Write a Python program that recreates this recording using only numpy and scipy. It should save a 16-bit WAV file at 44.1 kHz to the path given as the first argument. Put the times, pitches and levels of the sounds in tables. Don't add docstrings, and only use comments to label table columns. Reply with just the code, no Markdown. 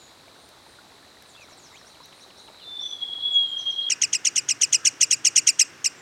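import sys
import numpy as np
from scipy import signal
from scipy.fft import rfft, irfft, next_fast_len
from scipy.io import wavfile
from scipy.ndimage import uniform_filter1d

SR = 44100
rng = np.random.default_rng(int(sys.argv[2]) if len(sys.argv) > 2 else 0)


def dump_mix(stems):
    frames = np.atleast_2d(stems).T
    limited = np.clip(frames, -1, 1)
    pcm = np.round(limited * 32767).astype(np.int16)
    wavfile.write(sys.argv[1], SR, pcm)


N = 265041
TIME = np.arange(N) / SR


def from_db(db):
    return 10 ** (np.asarray(db) / 20)


def rms_one(x):
    return x / np.sqrt(np.mean(np.abs(x) ** 2) + 1e-20)


def curve(rows, t):
    return np.interp(t, *np.transpose(rows))


def at_hz(points, hz):
    points_hz, points_db = np.transpose(points)
    return np.interp(np.log(np.maximum(hz, 1)), np.log(points_hz), points_db)


def drift(rate_hz, size):
    sos = signal.butter(2, rate_hz, fs=SR, output="sos")
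    return rms_one(signal.sosfilt(sos, rng.standard_normal(size + SR))[SR // 2:])[-size:]


def band(x, low_hz, high_hz):
    return signal.sosfilt(signal.butter(2, [low_hz, high_hz], "band", fs=SR, output="sos"), x)


def hiss(low_hz, high_hz, size):
    return rms_one(band(rng.standard_normal(size), low_hz, high_hz))


def coloured_noise(spectrum):
    size = next_fast_len(N)
    white = rfft(rng.standard_normal(size))
    gain = from_db(at_hz(spectrum, np.arange(len(white)) * SR / size))
    return rms_one(irfft(white * gain, size)[:N])


def wood_air(level_db=-52):
    # frequency_hz, relative_db
    spectrum = [(25, -30.5), (50, -6.5), (90, -1.5), (180, -3), (300, -0.5), (900, -3), (1700, -7),
                (3000, -12), (4000, -1.5), (5000, -11), (6500, -15), (8000, -15), (9000, -17), (11000, -21),
                (15500, -29.5)]
    return from_db(level_db) * coloured_noise(spectrum)


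def chirp(start_s, length_s, pitches_hz, level_db):
    out = np.zeros(N)
    span = (TIME > start_s) & (TIME < start_s + length_s)
    progress = (TIME[span] - start_s) / length_s
    hz = np.polyval(np.polyfit([0, .5, 1], pitches_hz, 2), progress)
    hz *= 1 + .009 * drift(500, len(hz))
    flicker = .85 + .42 * drift(160, len(hz))
    arch = np.sqrt(np.abs(np.sin(np.pi * progress)))
    out[span] = from_db(level_db) * flicker * arch * np.sin(2 * np.pi * np.cumsum(hz) / SR)
    return out


def faint_chirps(repeats=4):
    # start_s, length_s, start_hz, middle_hz, end_hz, level_db
    slur_notes = [ (-.02, .11, 7480, 6860, 6910, -54), (1.346, 0.027, 3520, 3410, 3850, -46.5),
                  (1.366, 0.09, 2660, 2590, 2010, -48), (1.724, .066, 2170, 2430, 4750, -47),
                  (2.593, .049, 3430, 2980, 2750, -49), (2.798, .044, 5600, 5640, 6340, -45),
                  (2.834, .1, 6060, 5967, 6030, -44.5), (3.322, 0.046, 7800, 6760, 6300, -48),
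                  (3.481, .038, 7560, 7150, 6850, -50.5), (3.574, .051, 5550, 6150, 4800, -41.5),
                  (3.696, 0.031, 6200, 5970, 5000, -42.5), (4.783, 0.073, 1220, 1360, 1100, -47),
                  (4.823, .072, 1490, 1664, 1430, -43.5), (5.958, .077, 7900, 7300, 7400, -54.5)]
    # start_s, length_s, pitch_ratio, level_db
    twitter_notes = [(1.276, .055, 1.2, -54.5), (1.397, 0.058, .98, -55), (1.491, 0.065, 0.99, -52),
                     (1.569, 0.048, 1.2, -52.5), (1.621, .066, .97, -51.5), (1.728, .098, 1, -55)]
    # start_hz, middle_hz, end_hz
    slide_hz = [7700, 5950, 5100]
    twitter = sum(chirp(s, length_s, ratio * np.array(slide_hz), db)
                  for s, length_s, ratio, db in twitter_notes)
    upslurs = sum(chirp(1.86 + k * .17, .035, [5070, 5940, 7100], level_db=-52) for k in range(repeats))
    flicks = sum(chirp(1.945 + k * .177, .018, [3800, 2650, 2070], level_db=-49) for k in range(repeats))
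    slurs = sum(chirp(s, length_s, pitches_hz, db) for s, length_s, *pitches_hz, db in slur_notes)
    return twitter + upslurs + flicks + slurs


def trees(x, t60_s, build_s, reflections_per_s=1400):
    t = TIME[:SR]
    arrivals = rng.standard_normal(SR) * (rng.random(SR) < reflections_per_s / SR)
    echoes = arrivals * from_db(-60 * t / t60_s) * (1 - np.exp(-(t / build_s) ** 2))
    return signal.fftconvolve(x, echoes / np.sqrt(np.sum(echoes ** 2)))[:N]


def insects(waver_db=5.5, core_db=-64, core_hz=3900, swell_s=.067):
    # time_s, level_db
    chorus_rise = [(0, -82), (2.0, -64.5), (2.2, -58.5), (3.9, -56)]
    # centre_s, level_db
    buzzes = [(.45, -63), (.71, -63), (1.3, -66), (1.88, -64), (2.19, -63), (2.42, -62.5)]
    chorus_db = curve(chorus_rise, TIME) + waver_db * drift(11, N)
    chorus = from_db(chorus_db) * hiss(3820, 4130, N)
    core = from_db(core_db) * drift(45, N) * np.sin(2 * np.pi * core_hz * TIME)
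    swells = sum(from_db(db) * np.exp(-((TIME - s) / swell_s) ** 2) for s, db in buzzes)
    return chorus + core + swells * hiss(8700, 9200, N)


def ring(clicks, hz, cycles):
    decay = from_db(-60 * hz / (cycles * SR))
    step = 2 * np.pi * hz / SR
    return signal.lfilter([0, np.sin(step)], [1, -2 * decay * np.cos(step), decay ** 2], clicks + 1e-18)


def leaf_patter(patter_db=-61, hits_per_s=6):
    # start_s, pitch_hz, level_db
    plip_hits = [(.282, 2330, -44), (.665, 900, -43.5), (.787, 1430, -41), (1.029, 1730, -44),
                 (1.17, 1920, -44), (1.485, 1370, -44), (1.813, 1820, -43.5), (2.004, 994, -41),
                 (2.486, 913, -42.5)]
    patter = np.zeros(N)
    for hz in np.geomspace(650, 2900, num=16):
        hits = (rng.random(N) < hits_per_s / SR) * from_db(rng.uniform(-12, 0, N))
        patter += ring(hits, hz, cycles=16)
    plips = sum(from_db(db) * ring(signal.unit_impulse(N, round(s * SR)), hz, cycles=45)
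                for s, hz, db in plip_hits)
    return from_db(patter_db) * rms_one(patter) + plips


def ticks(decay_s=.0012):
    # start_s, level_db
    snaps = [(.49, -43), (1.224, -41), (2.058, -42)]
    envelope = sum(from_db(db) * (TIME >= s) * np.exp(-np.abs(TIME - s) / decay_s) for s, db in snaps)
    return band(envelope * rng.standard_normal(N), 1500, 15000)


def whistle(gain_db=.8, waver=.0015, halo_db=-42, scatter_db=-34, build_s=.22, flutter_hz=42):
    # time_s, pitch_hz
    pitches = [(2.65, 3558), (2.752, 3534), (3.034, 3304), (3.298, 3359), (3.502, 3241), (3.885, 3273)]
    # time_s, relative_db
    swells = [(2.6, -63), (2.678, -41), (2.868, -31.5), (2.9, -43), (2.918, -33), (3.0, -43.5),
              (3.032, -22.5), (3.046, -33.5), (3.118, -35.5), (3.132, -32.5), (3.204, -36.5), (3.232, -26),
              (3.286, -25.5), (3.322, -29.5), (3.364, -15), (3.504, -33.5), (3.636, -29), (3.646, -44),
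              (3.672, -22.5), (3.758, -35), (3.794, -21.5), (3.858, -34.5), (3.868, -23.5), (3.885, -28)]
    start_s, swell_db = swells[0][0], curve(swells, TIME)
    hz = curve(pitches, TIME) * (1 + waver * drift(39, N))
    phase = 2 * np.pi * np.cumsum(hz) / SR
    scattered = np.zeros(N)
    for delay_s, copy_db in (.03, 0), (.13, -6):
        late_phase = np.interp(TIME - delay_s, TIME, phase)
        copy = drift(flutter_hz, N) * np.cos(late_phase) + drift(flutter_hz, N) * np.sin(late_phase)
        scattered += from_db(copy_db) * copy
    built_up = np.clip((TIME - start_s) / build_s, 0, 1) ** 2
    share = built_up * np.minimum(from_db(scatter_db - swell_db), 1)
    halo = from_db(halo_db) * drift(400, N)
    direct = np.sqrt(2) * (np.sqrt(1 - share ** 2) + halo) * np.cos(phase)
    return (direct + share * rms_one(scattered)) * from_db(swell_db + gain_db) * (TIME > start_s)


def syrinx_pitch(t, ratio, bend, glide_s=.0028, waver=.026, roughness=.0039):
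    # time_from_dip_s, pitch_hz
    turns = [(-.023, 1358), (-.0182, 1747), (-.0138, 3540), (.0005, 1794), (.0047, 2922), (.016, 2460),
             (.031, 2232)]
    hz = uniform_filter1d(curve(turns, t), round(glide_s * SR))
    ending = np.interp(t, [.014, .026], [0, 1]) * (bend + waver * drift(115, len(t)))
    return hz * ratio * (1 + ending + roughness * drift(800, len(t)))


def breath_db(t, sag_s=.0046, attack_db_per_s=1898, ease_db_per_s=175, release_db_per_s=3000):
    push = np.interp(t, [0, sag_s], [-6.5, -4.5]) - ease_db_per_s * np.maximum(t - 2 * sag_s, 0)
    sag = .5 * np.exp(-(t / sag_s) ** 2)
    attack = attack_db_per_s * np.maximum(-.013 - t, 0)
    release = release_db_per_s * np.maximum(t - .021, 0)
    return push - sag - attack - release


def syrinx_tone(t, hz, tilt_db, shimmer_db=1.53, thinning_db_per_s=330):
    harmonics = [-1.5, -5, -13, -22, -27, -34]
    # frequency_hz, gain_db
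    beak = [(1700, -23.5), (2400, -21.5), (2950, -17), (3600, -19.5), (4700, -18), (5700, -4), (6600, -0.5),
            (7300, -8.5), (8500, -4), (9500, -18), (11500, -18.5), (13500, -26), (16000, -45)]
    phase = 2 * np.pi * np.cumsum(hz) / SR
    tone = np.zeros(len(t))
    for k, source_db in enumerate(harmonics, start=1):
        partial_db = source_db + (k - 1) * tilt_db + at_hz(beak, k * hz)
        partial_db += shimmer_db * drift(330, len(t))
        if k == 1:
            partial_db -= thinning_db_per_s * np.maximum(t - .01, 0)
        tone += from_db(partial_db) * (k * hz < SR / 2) * np.sin(k * phase)
    return tone


def sibia(quickening_per_db=.0172, dull_db=-1.74, bright_db=1.85, warm_up_s=.86, fizz_db=-42, rasp_db=-38):
    # pitch_dip_s, relative_db, pitch_ratio, end_bend_share
    notes = [(3.916, 1.5, 1.005, 0.029), (4.0327, 2, 1.02, -0.0056), (4.146, .5, 1.005, 0.082),
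             (4.266, 1.1, 1.035, -0.091), (4.3755, 0.5, 1.04, -0.036), (4.5046, 0, 1.017, 0.023),
             (4.6301, 1.9, 1.045, -0.057), (4.7425, 3, 1.036, 0.0021), (4.8671, 3, 1.033, -0.081),
             (5.0251, 3, 1.025, 0.0075), (5.1251, 2.5, 1.007, -0.025), (5.2649, 2.5, 1.018, -0.02),
             (5.3753, 3.5, 1.03, -0.062), (5.486, 4.5, 1.003, -0.0082), (5.609, 4.5, 1, 0.05),
             (5.856, -1, 1.006, 0.047)]
    first_s, last_s = notes[0][0], notes[-1][0]
    song = np.zeros(N)
    for dip_s, level_db, ratio, bend in notes:
        span = np.abs(TIME - dip_s) < .04
        t = (TIME[span] - dip_s) / (1 - quickening_per_db * level_db)
        hz, push_db = syrinx_pitch(t, ratio, bend), breath_db(t)
        tilt_db = bright_db + (dull_db - bright_db) * np.exp((first_s - dip_s) / warm_up_s)
        onset_s, fade_in_s = (-.026, .002) if dip_s < last_s else (-.0135, .006)
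        gate = np.clip((t - onset_s) / fade_in_s, 0, 1) * np.clip((t[-1] - t) / .008, 0, 1)
        fizz = from_db(fizz_db + 2 * tilt_db + push_db) * hiss(8000, 12900, len(t))
        rasp = from_db(rasp_db) * hiss(6800, 7100, len(t))
        song[span] += from_db(level_db + push_db) * gate * (fizz + rasp + syrinx_tone(t, hz, tilt_db))
    return song


def song_echo(song):
    # delay_s, gain_db
    trunks = [(.036, -39), (.055, -40)]
    answers = sum(from_db(db) * np.interp(np.arange(N) - round(s * SR), np.arange(N), song)
                  for s, db in trunks)
    low_wash = from_db(-19) * trees(band(song, 1400, 3000), t60_s=.13, build_s=.017)
    high_wash = from_db(-28.5) * trees(band(song, 3800, 8900), t60_s=.27, build_s=.0071)
    lingering = from_db(-21.5) * band(song, 2760, 2880) + from_db(-32.5) * band(song, 5630, 5950)
    return answers + low_wash + high_wash + trees(lingering, t60_s=.55, build_s=.009)


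def song_bed(level_db=-48):
    # frequency_hz, relative_db
    spectrum = [(25, -38), (70, -15), (135, -1), (190, -10.5), (300, -2), (600, -10), (1000, -10),
                (1550, -4), (2800, -10.5), (4300, -18), (5600, -12.5), (7000, -18.5), (9500, -28),
                (15500, -36.5)]
    return from_db(level_db) * coloured_noise(spectrum)


def scene(song_start_s=3.889, crossfade_s=.002):
    chirps, song = faint_chirps(), sibia()
    chirp_echo = from_db(-4) * trees(band(chirps, 4800, 9000), t60_s=.42, build_s=.006)
    far = whistle() + wood_air() + insects() + ticks() + leaf_patter()
    near = song + song_echo(song) + song_bed()
    near_share = np.clip((TIME - song_start_s) / crossfade_s + .5, 0, 1)
    return (chirps + chirp_echo + (1 - near_share) * far + near_share * near)[None]


def record(dry):
    return signal.sosfilt(signal.ellip(10, .1, 80, 16000, fs=SR, output="sos"), dry)


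dry = scene()
out = record(dry)
dump_mix(out)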